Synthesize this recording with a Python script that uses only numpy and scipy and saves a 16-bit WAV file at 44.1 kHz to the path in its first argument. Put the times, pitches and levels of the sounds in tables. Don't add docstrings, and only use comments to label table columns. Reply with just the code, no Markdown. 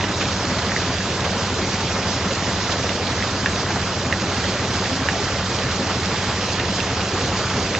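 import sys
import numpy as np
from scipy import signal
from scipy.fft import rfft, irfft
from scipy.io import wavfile
from scipy.ndimage import uniform_filter1d

SR = 44100
rng = np.random.default_rng(int(sys.argv[2]) if len(sys.argv) > 2 else 0)


def file_out(sig):
    cols = np.atleast_2d(sig).T
    lim = np.clip(cols, -1, 1)
    pcm = np.round(lim * 32767).astype(np.int16)
    wavfile.write(sys.argv[1], SR, pcm)


def boost_factor(decibels):
    exponent = np.asarray(decibels, float) / 20
    return 10 ** exponent


N = 343539
ENGINE_HZ = 3.152


def evened(x):
    return x / np.sqrt(np.mean(x ** 2) + 1e-20)


def read(points, hz):
    point_hz, value = np.transpose(points)
    return np.interp(np.log(hz + 1), np.log(point_hz + 1), value)


def add(mix, start_s, sound):
    part = mix[round(start_s * SR):][:len(sound)]
    part += sound[:len(part)]


def colour(x, gain):
    return irfft(rfft(x) * gain(np.fft.rfftfreq(N, 1 / SR)), N)


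def wander(t, top_hz=9):
    hz = np.geomspace(2, top_hz, num=24)[:, None]
    return evened(np.sin(2 * np.pi * (hz * t + rng.random(hz.shape))).sum(axis=0))


# time in seconds, lead in cycles.
CRANK_LEAD = [(0, .011), (1.6, .021), (2.9, .0165), (3.9, .0215), (5.2, .0205), (6.8, .0285), (7.8, .026)]


def crank_cycles(t):
    return ENGINE_HZ * t + np.interp(t, *np.transpose(CRANK_LEAD))


# frequency in Hz, level in dB per Hz.
WATER_SPECTRUM = [(30, -15), (50, -6.5), (80, -16), (130, -2.5), (200, 0), (320, -3), (450, -3),
                  (800, -5.5), (1300, -6.5), (1900, -9), (2300, -11.5), (3800, -12.5), (5200, -11.5),
                  (7400, -17)]


def water_gain(hz):
    return boost_factor(read(WATER_SPECTRUM, hz))


# time in seconds, level in dB.
GATE_SURGE = [(0.0, -30.5), (0.87, -29), (1.08, -30), (2.3, -29), (2.56, -29), (3.25, -30), (3.75, -29.5),
              (4.06, -30.5), (4.6, -29), (5.71, -29.5), (6.68, -29), (6.94, -30), (7.42, -29),
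              (7.79, -29.5)]


def flow_db(t, hz):
    surge_db = np.interp(t, *np.transpose(GATE_SURGE))
    surge_db = surge_db - surge_db.mean()
    crank = crank_cycles(t)
    knock_width = 0.055
    knock = sum(np.exp(-(((crank - place + .5) % 1 - .5) / knock_width) ** 2) for place in (.0, .68))
    roar_db = 0.79 * surge_db + 0.32 * wander(t) + 0.7 * knock
    churn_db = 0.3 * surge_db + 0.5 * wander(t)
    fizz_db = 1.1 * surge_db + 0.8 * wander(t)
    high = np.clip(np.log2(hz / 2400 + 1e-9) / 1.4, 0, 1)[:, None]
    low = np.clip(np.log2(800 / (hz + 1)) / .5, 0, 1)[:, None]
    heaves = (hz > 220)[:, None]
    return heaves * ((1 - high - low) * roar_db + high * fizz_db + low * churn_db)


def rush(patchy_db=1.23, flicker_db=0.86):
    frames, hz = N // 128 + 6, np.fft.rfftfreq(512, 1 / SR)
    a, b, c, d, patches, flicker = rng.standard_normal((frames, 257, 6)).T
    patches = evened(uniform_filter1d(uniform_filter1d(patches, 6, axis=0), 18, axis=1))
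    flicker = evened(uniform_filter1d(uniform_filter1d(flicker, 40, axis=0), 5, axis=1))
    flow = flow_db(np.arange(frames) * 128 / SR, hz)
    field = boost_factor(flow + patchy_db * patches + flicker_db * flicker)
    spectra = np.array([a + 1j * b, c + 1j * d]) * field
    pair = signal.istft(spectra, nperseg=512, noverlap=384)[1][:, :N]
    return evened(colour(pair, water_gain))


def chance_hits(per_s, spread_db, most):
    when, size = rng.random((2, 2, int(per_s * N / SR)))
    strength = boost_factor(spread_db * np.minimum(-np.log(size + 1e-9), most))
    train = np.zeros((2, N))
    np.put_along_axis(train, (when * N).astype(int), strength, 1)
    return train


def droplets(per_s=900, spread_db=4.0, cycles=6.8):
    out = np.zeros((2, N))
    for hz in np.geomspace(350, 7000, num=16):
        u = np.arange(int(3 * cycles / hz * SR)) / SR * hz / cycles
        tone = np.sin(2 * np.pi * cycles * u * (1 + 0.064 * u))
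        blip = tone * (1 - np.exp(-8 * u)) * np.exp(-2.2 * u)
        train = chance_hits(per_s / 16, spread_db, 4)
        blips = signal.oaconvolve(train, blip[None], axes=1)[:, :N]
        out += blips * np.sqrt(hz / 1000) * water_gain(hz)
    return evened(out)


def spatter(per_s=110, spread_db=3.5, decay_s=.0018):
    train = chance_hits(per_s, spread_db, 3)
    decay = np.exp(-np.arange(300) / SR / decay_s)
    swell = signal.oaconvolve(train, decay[None], axes=1)[:, :N]
    slaps = swell * rng.standard_normal((2, N))
    return evened(colour(slaps, lambda f: (f / 3000) ** 2 / (1 + (f / 3000) ** 4)))


# frequency in Hz, likeness of the two ports 0-1.
PORT_LIKENESS = [(60, 1.0), (270, 0.97), (850, 1.0), (1810, 0.98), (2640, 0.93), (3850, 0.35), (5620, 0.6),
                 (8200, 0.73)]
# frequency in Hz, left minus right in dB.
PORT_LEAN = [ (60, -0.5), (850, -0.5), (1240, -1.0), (1810, -3), (2640, -4.5), (3850, -6.5), (5620, -4.5),
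             (8200, 0)]
# frequency in Hz, lead of the left port in radians.
PORT_TURN = [ (0, 0.17), (3010, -0.27), (5170, -1.05), (5600, -0.97), (6720, -0.46), (7320, -0.8),
             (8010, -1.9), (8350, -0.42)]


def ports(shared, other):
    hz = np.fft.rfftfreq(N, 1 / SR)
    same = np.clip(read(PORT_LIKENESS, hz), 0, .9985)
    right = rfft(shared)
    left = same * right + np.sqrt(1 - same ** 2) * rfft(other)
    left = left * np.exp(1j * read(PORT_TURN, hz))
    lean = boost_factor(read(PORT_LEAN, hz) / 2)
    return irfft(np.array([left * lean, right / lean]), N)


# place in cycle 0-1, resonance in Hz, first cylinder in dB,
# second cylinder in dB.
ENGINE_STROKES = [(.04, 56.6, -32, -36), (.11, 85.7, -42.5, -37), (.13, 187.3, -22, -27.5),
                  (.16, 93.5, -29.5, -34.5), (.25, 80.4, -31.5, -25.5), (0.293, 118.6, -28, -23.5),
                  (0.299, 194, -28.5, -31), (0.284, 255.7, -40.5, -26.5), (0.389, 73.8, -37.5, -31),
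                  (.42, 184, -39.5, -34.5), (.47, 175.4, -32.5, -33), (.49, 93.4, -24.5, -23.5),
                  (.0, 128.5, -35.5, -30), (.29, 151.4, -46.5, -30.5), (.46, 207.6, -39.5, -34),
                  (.1, 40.4, -41.5, -40.5)]


def engine(wobble_db=0.57, low_turns=1.63, uneven_cycles=0.0033):
    t = np.arange(N) / SR
    cycles, times = np.r_[-3, crank_cycles(t)], np.r_[-3 / ENGINE_HZ, t]
    out = np.zeros(N + SR)
    for place, hz, *cylinder_db in ENGINE_STROKES:
        ring_turns = low_turns * (hz / 95) ** 0.34
        u = t[:SR // 4] * hz / ring_turns
        thump = u * np.exp(1 - u) * np.sin(2 * np.pi * ring_turns * u)
        for half in range(-2, 50):
            cylinder = half % 2
            start_s = np.interp(place + half / 2 + uneven_cycles * cylinder, cycles, times, right=9)
            level_db = cylinder_db[cylinder] + wobble_db * rng.standard_normal()
            add(out, start_s + 1, boost_factor(level_db) * thump)
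    return out[SR:]


def burst(t, burst_s, ring_db=-11, ring_s=0.0029):
    rise = np.clip(t / 0.00024, 0, 1)
    rattle = np.clip((burst_s - t) / 0.00032, 0, 1)
    return rise * (rattle + (1 - rattle) * boost_factor(ring_db) * np.exp(-(t - burst_s) / ring_s))


# start in seconds, peak in dB, leading low mode in Hz.
FITTING_TICKS = [(0.0085, -18.5, 1950), (0.0398, -14, 1990), (0.2108, -19, 1730), (0.6938, -16, 1980),
                 (0.718, -11, 1860), (0.7633, -7.5, 1980), (1.004, -14, 1680), (1.2493, -20, 2050),
                 (2.3575, -19, 1860), (2.893, -15, 2010), (3.1817, -16, 1940), (3.2244, -9.5, 2010),
                 (3.4597, 0, 1750), (4.1256, -5.5, 1900), (4.441, -14, 1960), (4.8576, -15, 1830),
                 (5.0868, -1, 1780), (5.1537, -22, 1800), (6.598, -17, 1870), (7.7495, -11, 1970)]
# start in seconds, peak in dB, mode in Hz.
FITTING_SNAPS = [(0.0085, -17.5, 2600), (0.0413, -16, 2880), (0.1451, -21, 3780), (0.2104, -18, 2500),
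                 (0.2548, -18, 2580), (0.5908, -23, 4120), (1.251, -25, 2640), (2.357, -29, 2940),
                 (2.8928, -17, 2850), (3.0699, -19, 3300), (3.2236, -18, 3320), (3.4585, -13.5, 2700),
                 (4.1237, -15, 2840), (4.4413, -21, 3100), (4.652, -19, 2800), (4.5394, -19, 2980),
                 (4.8564, -19, 2650), (5.085, -14.5, 2840), (5.5873, -17.5, 3100), (6.5036, -18, 2650),
                 (6.5969, -16, 2770), (6.803, -13.5, 2700), (7.0055, -18, 2600), (7.014, -18, 2860),
                 (7.211, -21, 2780), (7.289, -21, 2920), (7.7498, -13.5, 2600)]


def ticks(partner_db=-10, pair_hz=3690):
    low, high, t = np.zeros(N), np.zeros(N), np.arange(900) / SR
    for start_s, db, hz in FITTING_TICKS:
        tone = np.sin(2 * np.pi * hz * t)
        tone += boost_factor(partner_db) * np.cos(2 * np.pi * (pair_hz - hz) * t)
        add(low, start_s, -boost_factor(db - 6.5) * burst(t, 0.0025) * tone)
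    struck_s = np.transpose(FITTING_TICKS)[0]
    for start_s, db, hz in FITTING_SNAPS:
        near_s = struck_s[abs(struck_s - start_s).argmin()]
        if abs(near_s - start_s) < .004:
            start_s = near_s
        tone = np.sin(2 * np.pi * hz * t) + boost_factor(-6) * np.sin(2 * np.pi * 1.33 * hz * t)
        tone += boost_factor(-1.5) * rng.standard_normal(len(t)) * np.exp(-t / .0007)
        add(high, start_s, boost_factor(db - 4) * burst(t, .0024, ring_db=-14) * tone)
    wall = np.zeros(2600)
    wall[0] = 1
    echoes = (.0048, -9), (.0113, -9.5), (.0135, -16), (.017, -25.5), (.023, -18.5), (.034, -20)
    for delay_s, db in echoes:
        wall[round(delay_s * SR)] = boost_factor(db)
    pair = low * boost_factor(np.array([[-2.7], [2.3]])) + high * boost_factor(np.array([[-4.3], [2.9]]))
    return signal.oaconvolve(pair, wall[None], axes=1)[:, :N]


# start in seconds, rms in dB, centre in Hz, length in seconds.
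GUSHES = [(1.319, -28.5, 497, 0.09), (2.45, -30, 400, 0.088), (2.557, -36, 400, 0.05),
          (4.548, -27.5, 500, 0.033), (5.15, -38, 550, 0.077), (5.506, -33, 500, .04), (6.3, -30, 700, .05),
          (5.891, -25, 700, 0.036), (6.071, -28, 550, 0.048), (6.202, -31, 600, 0.081),
          (7.544, -27, 400, 0.064), (.2, -24.5, 1800, 0.053), (0.583, -26, 2500, .015),
          (1.239, -26.5, 1800, 0.032), (2.706, -26.5, 3300, .04), (4.527, -35, 3000, 0.019),
          (6.141, -30.5, 1500, 0.034), (6.292, -31, 1800, 0.059)]


def splashes():
    out = np.zeros((2, N))
    for start_s, db, hz, length_s in GUSHES:
        u = np.arange(int(3 * length_s * SR)) / (length_s * SR)
        band = signal.butter(1, [hz / 1.7, hz * 1.7], "bandpass", fs=SR)
        gush = evened(signal.lfilter(*band, rng.standard_normal((2, SR // 2))))[:, :len(u)]
        swell = 3 * u * np.exp(1 - 3 * u)
        for side in range(2):
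            add(out[side], start_s, boost_factor(db) * gush[side] * swell)
    return out


# middle in seconds, peak in dB, pitch in Hz, length in seconds.
HULL_GLUGS = [
    (0.496, -25.5, 245, 0.086),
    (2.311, -22, 534, 0.036),
    (4.549, -30, 533, 0.043),
    (4.934, -23.5, 259, 0.078),
    (5.01, -22, 262.6, 0.0508),
    (7.2, -26, 460, 0.032),
    (7.587, -23, 407, 0.0353),
]


def glugs():
    out = np.zeros(N)
    for middle_s, db, hz, length_s in HULL_GLUGS:
        u = np.arange(int(length_s * SR)) / (length_s * SR)
        tone = np.sin(2 * np.pi * hz * length_s * u * (.98 + 0.043 * u))
        add(out, middle_s - length_s / 2, boost_factor(db) * np.sin(np.pi * u) * tone)
    return out


def scene():
    water = boost_factor(-23.0) * rush() + boost_factor(-33.5) * droplets() + boost_factor(-39.5) * spatter() + splashes()
    return ports(*water) + engine() + ticks() + glugs()


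# frequency in Hz, share of frames 0-1.
LOST_FROM_SUM = [(8200, 0), (8300, .6), (8900, .66), (9000, .86)]
# frequency in Hz, share of frames 0-1.
LOST_FROM_DIFFERENCE = [(200, .985), (350, .95), (950, .94), (1250, .55), (1500, .33), (2800, 0), (7300, 0),
                        (8050, .98)]
# frequency in Hz, share 0-1.
SMALL_GAPS = [(6600, 0), (7200, .08), (7700, .2), (7950, .45), (8050, .05)]


def band_dropouts(x):
    sum_difference = np.array([x[0] + x[1], x[0] - x[1]]) / 2
    hz, t, z = signal.stft(sum_difference, SR, nperseg=2048, noverlap=1024)
    band = (9 * np.log2(1 + hz / 700)).astype(int)
    spell = np.cumsum(rng.random(len(t)) < .6)
    short = rng.random(len(t))
    luck, pick = rng.random((len(t), 64, 2)).T[:, band]
    need = np.where(pick < .6, short, luck)[:, spell]
    lost = np.array([read(LOST_FROM_SUM, hz), read(LOST_FROM_DIFFERENCE, hz)])
    kept = need >= lost[:, :, None]
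    gap_luck = rng.random((len(t), 257)).T[np.arange(len(hz)) // 4]
    kept = kept * (gap_luck >= read(SMALL_GAPS, hz)[:, None])
    mid, side = signal.istft(z * kept, SR, nperseg=2048, noverlap=1024)[1][:, :N]
    return np.array([mid + side, mid - side])


def low_pass(x):
    return signal.sosfilt(signal.butter(12, 9600, fs=SR, output="sos"), x)


def record(dry):
    def mic(f):
        bass = (f / 30) ** 2 / (1 + (f / 30) ** 2)
        return bass / np.sqrt(1 + (f / 7500) ** 40) + boost_factor(-38) * (f > 8300)
    return low_pass(band_dropouts(colour(dry, mic)))


dry = scene()
out = record(dry)
file_out(out)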